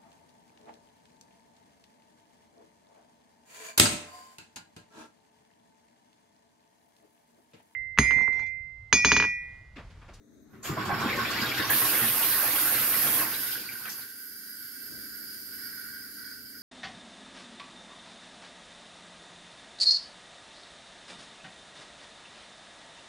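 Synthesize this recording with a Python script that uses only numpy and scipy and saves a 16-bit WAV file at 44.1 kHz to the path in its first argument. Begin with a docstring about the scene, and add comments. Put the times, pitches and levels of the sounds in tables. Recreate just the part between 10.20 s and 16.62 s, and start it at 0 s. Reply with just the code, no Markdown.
"""A kitchen, humming quietly, where a carbonator jets gas into a bottle of water. After a few faint
squeaks the nozzle hisses, the cap spits, and the water rumbles, froths and bubbles. When the pressure
is up, a relief valve opens with a bright hiss. The jet stops, the hiss drops in steps, and the gas goes
on seeping out through the valve, singing faintly in the hollows behind it."""
import sys
import numpy as np
from scipy import signal
from scipy.fft import rfft, irfft, next_fast_len
from scipy.io import wavfile
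from scipy.ndimage import uniform_filter1d

SR = 44100
rng = np.random.default_rng(int(sys.argv[2]) if len(sys.argv) > 2 else 0)


def store_wav(level_fs):
    """Save 16-bit WAV to argv[1]."""
    pcm = np.round(np.clip(np.atleast_2d(level_fs), -1, 1) * 32767)
    wavfile.write(sys.argv[1], SR, pcm.T.astype(np.int16))


N = 283122


def gain_of(db):
    """Turns decibels into a number to multiply a sound by."""
    return 10 ** (np.asarray(db) / 20)


def evened(x):
    """Scales a sound to an average power of 1."""
    return x / np.sqrt(np.mean(x ** 2) + 1e-20)


def add(mix, start_s, sound):
    """Mixes a sound in at a given time."""
    mix[round(start_s * SR):][:len(sound)] += sound


def at_pitch(table, hz):
    """Looks up a table's value at the pitches hz, sliding between its rows."""
    pitches, values = np.transpose(table)
    return np.interp(np.log(hz + 1), np.log(pitches + 1), values)


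def level_curve(table, column):
    """Turns a column of levels into a gain over time, fading out within 30 ms beyond each end."""
    table = np.asarray(table)
    times = np.r_[table[0, 0] - .03, table[:, 0], table[-1, 0] + .03]
    return gain_of(np.interp(np.arange(N) / SR, times, np.r_[-100, table[:, column], -100]))


def swells(table, column, rise_s, squareness=1.53):
    """Gain of brief swells or dips: each starts fast and ends more sharply the higher the squareness."""
    t, db = np.arange(N) / SR, np.zeros(N)
    for row in table:
        age = np.maximum(t - row[0], 0)
        ending = np.exp(-(age / (row[1] + rise_s)) ** squareness)
        db += row[column] * (1 - np.exp(-age / rise_s)) * ending
    return gain_of(db)


def colour(table, rings=()):
    """A sound's colour (how strong each pitch is), with a hump wherever something rings."""
    return lambda hz, s: at_pitch(table, hz) + sum(
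        db / (1 + (2 * (hz - centre) / width) ** 2) for centre, width, db in rings)


def peaks_db(rings, hz):
    """A colour made only of steep peaks, one for each ringing pitch."""
    power = sum(gain_of(2 * db) / (1 + (2 * (hz - centre) / width) ** 2) ** 1.54
                for centre, width, db in rings)
    return 10 * np.log10(power + 1e-12)


def noise(shape, size, patchy_db, patch_hz, patch_s, flicker_db):
    """Noise with the colour shape(hz, s), drifting loud and soft patches, and an overall flicker."""
    hop, hz = size // 4, np.fft.rfftfreq(size, 1 / SR)[:, None]
    frames = N // hop + 5
    real, imag, patches = rng.standard_normal((frames, len(hz), 3)).T
    tall, long = max(round(patch_hz * size / SR), 1), max(round(patch_s * SR / hop), 1)
    for _ in range(2):
        patches = uniform_filter1d(uniform_filter1d(patches, tall, 0), long, 1)
    flicker = uniform_filter1d(rng.standard_normal(frames), long)
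    db = shape(hz, np.arange(frames) * hop / SR)
    db = db + patchy_db * patches / patches.std() + flicker_db * flicker / flicker.std()
    spectrum = (real + 1j * imag) * gain_of(db)
    return evened(signal.istft(spectrum, nperseg=size, noverlap=size - hop)[1][:N])


# How much of a sound is echo when wet is 1: (pitch [Hz], share of power [0-1])
ECHO_SHARE = [(100, 0.18), (600, 0.37), (3000, 0.65), (12000, 0.86)]


def in_kitchen(x, likeness, lean, wet=1):
    """Carries a sound to the left and right, both directly and as echoes off tiles and counter."""
    size = next_fast_len(N + SR // 2)
    hz, t = np.fft.rfftfreq(size, 1 / SR), np.arange(SR // 2) / SR
    fade_s = np.array([[0.15]] * 3 + [[.012]] * 2)  # three room echoes, two from close surfaces
    tails = rng.standard_normal((5, len(t))) * gain_of(-60 * t / fade_s)
    tails = rfft(tails / np.linalg.norm(tails, axis=1, keepdims=True), size)
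    near = tails[3:] / np.abs(tails[3:])  # close surfaces scramble the wave's timing on each side
    echo, same = np.clip(wet * at_pitch(ECHO_SHARE, hz), 0, 1), np.clip(at_pitch(likeness, hz), 0, 1)
    shared = np.sqrt(1 - echo) + np.sqrt(echo) * tails[0]
    own = np.sqrt(1 - echo) * near + np.sqrt(echo) * tails[1:3]
    balance = gain_of(np.outer([.5, -.5], at_pitch(lean, hz)))
    paths = (np.sqrt(same) * shared + np.sqrt(1 - same) * own) * balance
    power = np.abs(paths.mean(0)) ** 2 + 0.14 * (np.abs(paths) ** 2).mean(0)
    paths = paths / np.sqrt(uniform_filter1d(power, round(90 * size / SR)))  # keeps only fine ripples
    return irfft(rfft(x, size) * paths, size)[:, :N]


# The tones of a motor's hum: (multiple of its turning rate, relative level [dB])
MOTOR_TONES = [(8, -9), (9, -10), (10, -10), (11, -9), (14, -21), (15, -17.5), (16, -18), (25, -29)]


def motor(turns_per_s=27.01, whine_hz=652, whine_db=-24):
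    """A distant appliance hums and whines; each tone wavers slowly in loudness."""
    t, waver_times = np.arange(N) / SR, np.arange(0, N / SR + .2, .2)
    tones = [(multiple * turns_per_s, db) for multiple, db in MOTOR_TONES] + [(whine_hz, whine_db)]
    out = np.zeros(N)
    for hz, db in tones:
        waver_db = 2.1 * np.interp(t, waver_times, rng.standard_normal(len(waver_times)))
        out += gain_of(db + waver_db) * np.sqrt(2) * np.sin(2 * np.pi * (hz * t + rng.random()))
    return out


# The colour of the quiet kitchen: (pitch [Hz], relative level [dB])
ROOM_COLOUR = [(15, -71), (25, -30), (59, -13.5), (166, -13), (200, -12), (263, -7), (659, -27), (714, -34),
               (2000, -32), (2990, -54), (3720, -32), (5140, -47), (6380, -30), (6920, -41), (16000, -47)]
# How its hum swells and fades: (time [s], relative level [dB])
ROOM_LEVEL = [(0.0, -60.5), (0.14, -56.5), (4.0, -63), (4.54, -60), (4.73, -53), (4.98, -56.5),
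              (6.42, -57.5)]


def room(likeness=0.14, lean_db=4.8):
    """The kitchen's air and the motor make a low hum, a little louder on the left."""
    grain = dict(size=4096, patchy_db=2.0, patch_hz=80, patch_s=.06, flicker_db=0.5)
    left, other = noise(colour(ROOM_COLOUR), **grain), noise(colour(ROOM_COLOUR), **grain)
    right = likeness * left + np.sqrt(1 - likeness ** 2) * other
    hum = gain_of(-2.5) * np.array([left, right]) + motor()
    return level_curve(ROOM_LEVEL, 1) * hum * gain_of([[lean_db / 2], [-lean_db / 2]])


# Thin squeaks: (time [s], length [s], first pitch [Hz], last pitch [Hz], level [dB])
SQUEAKS = [(0, .02, 5950, 5950, -76), (0.112, 0.056, 6300, 6460, -75), (.02, .03, 14100, 14400, -82),
           (.11, .06, 13500, 13300, -78), (0.196, 0.07, 13200, 14100, -73), (.29, 0.046, 13200, 14600, -75)]


def squeaks():
    """Faint, short tones, most of them gliding, come just before the gas flows."""
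    out = np.zeros(N)
    for start_s, length, from_hz, to_hz, db in SQUEAKS:
        hz = np.linspace(from_hz, to_hz, round(length * SR))
        tone = np.sin(2 * np.pi * np.cumsum(hz) / SR) * np.hanning(len(hz))
        add(out, start_s, gain_of(db) * tone)
    return out


def bubble(hz, length):
    """One bubble rings and dies away, its pitch rising as it nears the surface."""
    t = np.arange(round(3 * length * SR)) / SR
    turns = hz * (t + 0.028 * t ** 2 / length)
    return (1 - np.exp(-t / (0.09 * length))) * np.exp(-2 * t / length) * np.sin(2 * np.pi * turns)


def swarm(low_hz, high_hz, cycles, per_s, spread_db, pitches):
    """Many small bubbles ring at random times, some louder than others."""
    out = np.zeros(N)
    for hz in np.geomspace(low_hz, high_hz, pitches):
        strength = gain_of(spread_db * np.minimum(rng.exponential(1, N), 4))
        starts = rng.random(N) < per_s / pitches / SR
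        out += signal.oaconvolve(strength * starts, bubble(hz, cycles / hz))[:N]
    return evened(out)


# Where the bottle's wall and water ring: (pitch [Hz], width [Hz], boost [dB])
BOTTLE_RINGS = [(228, 13, 3.5), (743, 37, 1), (1022, 32, -6), (1458, 37, 5)]


def clouding(clear, white, from_s=0.5, to_s=1.52):
    """The sound's colour slides as gas turns clear water white: smaller bubbles ring higher."""
    def shape(hz, s):
        share = np.interp(s, [from_s, to_s], [0, 1])
        return (1 - share) * colour(clear, BOTTLE_RINGS)(hz, s) + share * colour(white, BOTTLE_RINGS)(hz, s)
    return shape


# Two colours each, for clear water and then white water: (pitch [Hz], relative level [dB])
RUMBLE_COLOURS = [(18, -60), (30, -50), (62, -37), (98, 5), (115, 0), (150, -2), (182, -35), (217, 3.5),
                  (268, -15), (351, -0.5), (500, -19), (650, -26), (1100, -120)], [(18, -55), (30, -60),
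                  (65, -35), (98, 5.5), (112, -10), (128, 0.5), (177, -21), (214, 0), (250, -7), (301, 3),
                  (331, -3.5), (500, -13.5), (650, -49), (1100, -120)]  # the whole bottle shaking
FROTH_COLOURS = [(260, -43), (450, -7.5), (680, -8), (755, -2), (938, -7.5), (1080, 3.5), (1210, -6),
                 (1450, -4.5), (2700, -22.5), (3510, -54), (5940, -120)], [(260, -24), (450, -5), (527, -6),
                 (904, -5), (967, -34), (1040, 2.5), (1230, -5.5), (1590, 1), (2700, -8), (3510, -45),
                 (5940, -120)]  # clouds of bubbles
SPRAY_COLOURS = [(1410, -1), (2400, 1.5), (3030, -4), (4160, -7.5), (5420, -3.5), (5900, -40), (7290, -3),
                 (8500, -40), (11000, -53), (18700, -120)], [(1410, -14.5), (2400, 3), (3910, 2), (4600, 1),
                 (5870, -5), (6350, -3), (7890, -18), (8500, -14), (11000, -8), (18700, -120)]  # the finest bubbles and droplets
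# The jet's relative strength between surges: (time [s], rumble [dB], froth [dB], spray [dB])
JET_LEVELS = [(0.26, -86, -75, -84), (0.33, -63, -61.5, -78), (0.425, -56.5, -66, -78),
              (0.432, -78, -49, -48), (0.455, -52.5, -44, -33.5), (0.55, -41, -41, -42.5),
              (0.8, -34.5, -31.5, -37), (1.07, -38, -33.5, -33), (1.46, -42, -35.5, -33.5),
              (2.1, -45, -36, -39), (3.0, -43, -36, -38.5), (3.06, -47.5, -39.5, -44),
              (3.12, -51.5, -44, -45), (3.22, -51, -47.5, -43.5), (3.5, -56, -53, -49.5),
              (3.63, -58.5, -51.5, -52.5), (3.8, -56.5, -59, -65), (3.88, -72, -70, -59),
              (4.0, -76, -74, -85)]
# Gulps of gas: (time [s], length [s], rumble boost [dB], froth boost [dB], spray boost [dB])
SURGES = [(0.33, 0.062, 13, 8.5, 4), (0.49, 0.041, 14, 6, -6), (0.567, 0.087, 4.5, 7, 1),
          (0.69, 0.046, 3, 9, -5), (0.845, 0.022, 7, 4.5, -0.5), (0.99, 0.024, -4, 3.5, -2),
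          (1.22, 0.028, 5, 3.5, -4), (1.39, 0.026, 12, 6, -3), (1.495, 0.022, 9, 9.5, -7),
          (1.555, 0.047, 0, 4, 1.5), (1.615, 0.02, 6, 6.5, -3), (1.73, 0.065, 3.5, 5, 0.5),
          (1.815, 0.047, 13, 2, 2), (2.0, 0.023, -11, 2, 2), (2.22, 0.12, 0, 2.5, 3),
          (2.54, 0.015, 8, 4, 1), (2.65, 0.04, -6, 0, -5), (2.86, 0.019, 6, 6, 3), (2.995, 0.055, 2, 4, -4),
          (3.12, 0.017, 6, 9, 9), (3.26, 0.023, 3, -1, 7), (3.345, 0.059, 4.5, -1, 2.5),
          (3.4, 0.03, 6, -3, -1), (3.53, 0.036, 6, 1, -4), (3.652, 0.032, 5, 13.5, 8),
          (3.72, 0.018, 2, 0, -5), (3.775, .04, 0, 13, 1), (3.83, .02, 1, 5, 6)]


def water():
    """The jet shakes the bottle, fills it with ringing clouds of bubbles and throws spray."""
    rumble = noise(clouding(*RUMBLE_COLOURS), size=2048,
                   patchy_db=1.5, patch_hz=60, patch_s=0.036, flicker_db=1.5)
    froth = noise(clouding(*FROTH_COLOURS), size=1024,
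                  patchy_db=4.0, patch_hz=200, patch_s=0.023, flicker_db=1.0)
    froth += gain_of(-9.0) * swarm(881.6, 2534, cycles=21, per_s=700, spread_db=4.5, pitches=16)
    spray = noise(clouding(*SPRAY_COLOURS), size=256,
                  patchy_db=4.0, patch_hz=500, patch_s=0.015, flicker_db=4.0)
    spray += gain_of(-7.5) * swarm(2595, 5310, cycles=14.4, per_s=400, spread_db=3.0, pitches=12)
    spray += gain_of(-22) * swarm(5500, 8000, cycles=6, per_s=1200, spread_db=3.5, pitches=8)
    layers = [rumble, evened(froth), evened(spray)]
    return sum(level_curve(JET_LEVELS, column) * swells(SURGES, column + 1, rise_s=0.004) * layer
               for column, layer in enumerate(layers, start=1))


# The colour of the nozzle's hiss: (pitch [Hz], relative level [dB])
NOZZLE_COLOUR = [(3240, -20), (5500, -20), (7130, -29), (8840, -9.5), (10800, -9), (11600, -1),
                 (12500, 1.5), (13500, -3.5), (15700, -8)]
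# Its loudness between spurts: (time [s], level [dB])
NOZZLE_LEVEL = [(0.3, -80), (0.324, -71), (0.424, -78), (0.43, -53), (0.452, -44), (0.478, -48),
                (0.542, -55), (0.846, -46.5), (1.5, -39.5), (3.0, -55)]
# Spurts of gas in the nozzle: (time [s], length [s], boost [dB])
SPURTS = [(1.095, .02, -1), (1.2, 0.043, 3.5), (1.37, 0.023, 6)]
# How alike left and right are, for nozzle and valve: (pitch [Hz], likeness [0-1])
HISS_LIKENESS = [(60, 0.14), (130, 0.72), (290, 0.83), (640, 0.46), (1410, 0.38), (3100, 0.49),
                 (6820, 0.19), (15000, 0.0091)]
# Which side is louder, for nozzle and seeping valve: (pitch [Hz], left minus right [dB])
HISS_LEAN = [(60, 15), (130, 16), (290, 11), (640, 7), (1410, 1), (3100, -0.5), (6820, 0), (9500, 1.5),
             (12500, -7), (15000, -4)]


def nozzle():
    """Gas rushes down the inlet nozzle with a thin hiss, until the valve drowns it out."""
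    hiss = noise(colour(NOZZLE_COLOUR), size=512, patchy_db=0, patch_hz=400, patch_s=0.026, flicker_db=0.6)
    level = level_curve(NOZZLE_LEVEL, 1) * swells(SPURTS, 2, rise_s=0.0032)
    return in_kitchen(level * hiss, HISS_LIKENESS, HISS_LEAN)


# Spits at the cap: (time [s], length [s], pitch [Hz], width [Hz], level [dB])
SPITS = [(0.333, .06, 1300, 1800, -61), (0.427, 0.09, 7000, 972, -43), (0.433, .06, 8900, 700, -52),
         (0.446, 0.067, 2200, 1200, -47), (0.448, 0.054, 12000, 1200, -54), (0.45, .06, 14600, 1500, -50),
         (0.65, 0.035, 6944, 3980, -46.5), (0.798, 0.027, 6019, 3000, -42.5), (0.96, .012, 6800, 2500, -43),
         (1.09, .015, 13000, 6000, -40), (1.103, 0.018, 6200, 2500, -37), (1.213, 0.0067, 5800, 3000, -36),
         (1.36, 0.022, 7020, 2500, -46), (1.382, 0.015, 12000, 8000, -40), (2.904, 0.015, 6588, 2310, -42),
         (2.5, 0.013, 7500, 2500, -45), (3.69, 0.02, 5900, 3000, -38), (3.72, 0.013, 6000, 3500, -40),
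         (3.805, 0.042, 4400, 1500, -49.5)]


def spits():
    """Gas and droplets spit at the cap in short, sudden bursts of noise."""
    out, t = np.zeros(N), np.arange(8192) / SR
    for start_s, length, hz, width, db in SPITS:
        band = gain_of(peaks_db([(hz, width, 0)], np.fft.rfftfreq(len(t), 1 / SR)))
        burst = evened(irfft(rfft(rng.standard_normal(len(t))) * band))
        rise_and_fall = (1 - np.exp(-t / 0.0019)) * np.exp(-(t / length) ** 2)
        add(out, start_s, gain_of(db) * burst * rise_and_fall)
    return out


# Single large bubbles: (time [s], level [dB], pitch [Hz], length [s])
LARGE_BUBBLES = [(0.482, -31.5, 1164, 0.035), (0.501, -28, 150, 0.023), (0.52, -27, 122, 0.02),
                 (0.57, -27, 647, 0.016), (0.575, -23.5, 982, 0.026), (0.61, -24, 1462, .015),
                 (0.682, -23.5, 1082, 0.02), (0.695, -25, 780, .01), (0.717, -21, 1066, 0.025),
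                 (0.726, -25, 125, 0.033), (0.829, -23.5, 1110, 0.018), (0.832, -23, 340, 0.013),
                 (0.856, -18, 218, 0.026), (0.86, -24, 1500, 0.022), (0.928, -21, 2070, 0.015),
                 (0.972, -25, 1053, 0.032), (0.989, -19, 1500, 0.02), (0.998, -22, 1056, 0.023),
                 (1.047, -23, 1486, 0.014), (1.051, -21, 2380, 0.01), (1.099, -24.5, 1104, 0.017),
                 (1.153, -37, 4800, .008), (1.159, -23, 1930, 0.016), (1.179, -23, 2200, 0.015),
                 (1.222, -25, 228, 0.019), (1.227, -27, 1590, 0.037), (1.261, -26, 1370, 0.014),
                 (1.315, -22, 2270, 0.017), (1.375, -21, 1544, 0.012), (1.38, -24, 2010, .012),
                 (1.255, -28, 3720, .025), (1.396, -29, 3630, 0.032), (1.45, -28, 5570, 0.011),
                 (1.496, -18.5, 1640, 0.029), (1.519, -24, 1720, 0.018), (1.557, -29, 1150, 0.012),
                 (1.617, -21, 1060, 0.014), (1.727, -21.5, 1550, 0.01), (1.747, -29, 2080, 0.014),
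                 (2.012, -29, 880, 0.018), (2.14, -26, 1794, 0.019), (2.742, -24, 1950, 0.015),
                 (2.999, -31, 2060, 0.017), (3.015, -24.5, 1027, 0.017), (3.023, -30, 640, .012),
                 (3.063, -33, 1470, 0.012), (3.234, -28.5, 1460, 0.018), (3.351, -27, 1580, 0.0096),
                 (3.457, -30, 4500, 0.012), (3.489, -27, 2276, 0.011), (3.655, -28, 1440, 0.011)]


def large_bubbles(small_count=4, small_db=-8.5, spread_octaves=0.275, spread_s=0.015):
    """Large bubbles stand out from the froth, each shedding a few smaller ones."""
    out = np.zeros(N)
    for start_s, db, hz, length in LARGE_BUBBLES:
        add(out, start_s, gain_of(db) * bubble(hz, length))
        for late, pitch in rng.random((small_count, 2)):
            small = bubble(hz * 2 ** (spread_octaves * (2 * pitch - 1)), .5 * length)
            add(out, start_s + spread_s * late ** 2, gain_of(db + small_db) * small)
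    return out


# The valve's hiss, which starts at once and drops in steps: (time [s], level [dB])
VALVE_LEVEL = [(1.494, -57), (1.499, -20.5), (1.53, -25.5), (1.567, -24), (1.63, -25), (3.012, -25),
               (3.058, -31.5), (3.33, -32.5), (3.385, -39.5), (3.8, -40), (3.84, -43.5), (5.51, -42),
               (6.0, -44.5), (6.42, -48.5)]
# Its colour when wide open (gush) and nearly shut (seep): (pitch [Hz], relative level [dB])
GUSH_COLOUR = [(4120, -20), (7000, -13), (7910, -14.5), (9490, -5.5), (10600, -4), (11000, -1), (11500, 5),
               (11900, 2), (12500, 2.5), (13300, 2), (13800, -2), (14800, -3.5), (15700, -4)]
SEEP_COLOUR = [(1410, -41), (2400, -48), (2580, -21), (3110, -15.5), (3730, -21), (4350, -10.5), (4870, -6),
               (5300, -7.5), (5790, -16.5), (6100, -12.5), (7990, -18), (8510, -17), (8990, -8.5),
               (10800, -11), (11600, -8.5), (12600, 1), (13150, -3), (13600, -16), (15700, -8)]
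# Where the valve rings in each case: (pitch [Hz], width [Hz], boost [dB])
GUSH_RINGS = [(9180, 150, 5.5), (9700, 100, 6), (11460, 62, 11), (11540, 160, -13), (11900, 99, 0.5),
              (12620, 100, 6.5), (14100, 54, -1)]
SEEP_RINGS = [(9200, 140, 8), (9980, 90, 7), (11140, 80, 11), (12150, 90, 5), (12540, 70, 6),
              (12740, 90, 7), (14000, 200, 6)]
# Which side the gush is louder on: (pitch [Hz], left minus right [dB])
GUSH_LEAN = [(60, 0.0), (130, 4), (290, 8), (640, -1), (1410, 6), (3100, -21), (6820, 3.5), (15000, -10)]


def valve(seep_db=-47.5, gush_db=-21.5):
    """Swirling gas hisses out of the relief valve, sliding from a gush to a seep as the flow drops."""
    level = level_curve(VALVE_LEVEL, 1)
    opening = np.clip((20 * np.log10(level) - seep_db) / (gush_db - seep_db), 0, 1)
    grain = dict(size=1024, patchy_db=2.0, patch_hz=200, patch_s=.07, flicker_db=.5)
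    gush = level * np.sqrt(opening) * noise(colour(GUSH_COLOUR, GUSH_RINGS), **grain)
    seep = level * np.sqrt(1 - opening) * noise(colour(SEEP_COLOUR, SEEP_RINGS), **grain)
    return in_kitchen(gush, HISS_LIKENESS, GUSH_LEAN) + in_kitchen(seep, HISS_LIKENESS, HISS_LEAN)


# Where the low and the high hollow ring: (pitch [Hz], width [Hz], relative level [dB])
LOW_RINGS = [(1165, 22, -22), (1415, 17, -9), (1450, 64, 2.5), (1537, 60, 5.5), (1619, 37, 0.5),
             (1867, 150, -6.5), (2014, 93, -9.5), (2253, 82, -10.5)]
HIGH_RINGS = [(4600, 420, -10.5), (4760, 220, -4), (4800, 120, -14), (5040, 92, -1.5), (5070, 84, -11),
              (5400, 50, -12)]
# Their loudness between puffs: (time [s], low level [dB], high level [dB])
HOLLOW_LEVELS = [(3.0, -52, -51), (3.2, -47.5, -50), (3.38, -49, -50), (3.45, -47, -53), (3.7, -49.5, -56),
                 (3.78, -54, -55), (3.88, -53, -62), (4.3, -53, -55), (4.93, -51, -50), (5.3, -53.5, -50.5),
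                 (5.9, -56, -55), (6.42, -54.5, -52.5)]
# Puffs of gas through them: (time [s], length [s], low boost [dB], high boost [dB])
PUFFS = [(3.225, 0.077, 8.5, -3), (3.345, 0.013, 5, 0), (3.64, 0.026, 5, -4), (3.81, 0.031, 7, 6),
         (5.31, 0.023, 6.5, 2), (5.37, 0.56, 7.5, 2.5), (5.97, 0.19, 7, 5), (6.35, 0.014, 4.5, 0)]
# How alike left and right are: (pitch [Hz], likeness [0-1])
HOLLOW_LIKENESS = [(1100, 0.46), (1500, 0.3), (2300, 0.52), (5000, 0.28)]
# Which side is louder: (pitch [Hz], left minus right [dB])
HOLLOW_LEAN = [(1100, -2.5), (1500, -2), (2300, 3), (5000, -2.5)]


def hollows():
    """Seeping gas blows through two hollows behind the valve, and they sing with a slight flutter."""
    grain = dict(size=1024, patchy_db=1.0, patch_hz=90, patch_s=.03, flicker_db=0.5)
    puff = dict(rise_s=0.0054, squareness=11)
    low = noise(lambda hz, s: peaks_db(LOW_RINGS, hz), **grain) * swells(PUFFS, 2, **puff)
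    high = noise(lambda hz, s: peaks_db(HIGH_RINGS, hz), **grain) * swells(PUFFS, 3, **puff)
    singing = level_curve(HOLLOW_LEVELS, 1) * low + level_curve(HOLLOW_LEVELS, 2) * high
    return in_kitchen(singing, HOLLOW_LIKENESS, HOLLOW_LEAN)


# How alike the water sounds on the left and right: (pitch [Hz], likeness [0-1])
WATER_LIKENESS = [(60, 0.67), (150, 0.98), (380, 0.73), (950, 0.63), (2380, 0.46), (5980, 0.26),
                  (15000, 0.27)]
# Which side it is louder on: (pitch [Hz], left minus right [dB])
WATER_LEAN = [(60, 1), (150, 2.5), (380, 0), (950, -2), (2380, 0), (5980, -1.5), (15000, 2)]


def scene():
    """All the sounds together; the churning water is two layers of the same sound, one quieter."""
    louder_churn = in_kitchen(gain_of(-1.5) * water(), WATER_LIKENESS, WATER_LEAN)
    near = in_kitchen(spits() + large_bubbles(), WATER_LIKENESS, WATER_LEAN, wet=0.88)
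    quieter_churn = in_kitchen(gain_of(-6.0) * water(), WATER_LIKENESS, WATER_LEAN)
    return louder_churn + quieter_churn + near + nozzle() + valve() + hollows() + squeaks() + room()


def record(dry):
    """Cuts away the very highest treble, above 15740 Hz."""
    treble_cut = signal.firwin(2047, 15740, window=("kaiser", 10), fs=SR)
    return signal.oaconvolve(dry, treble_cut[None], "same")


dry = scene()
out = record(dry)
store_wav(out)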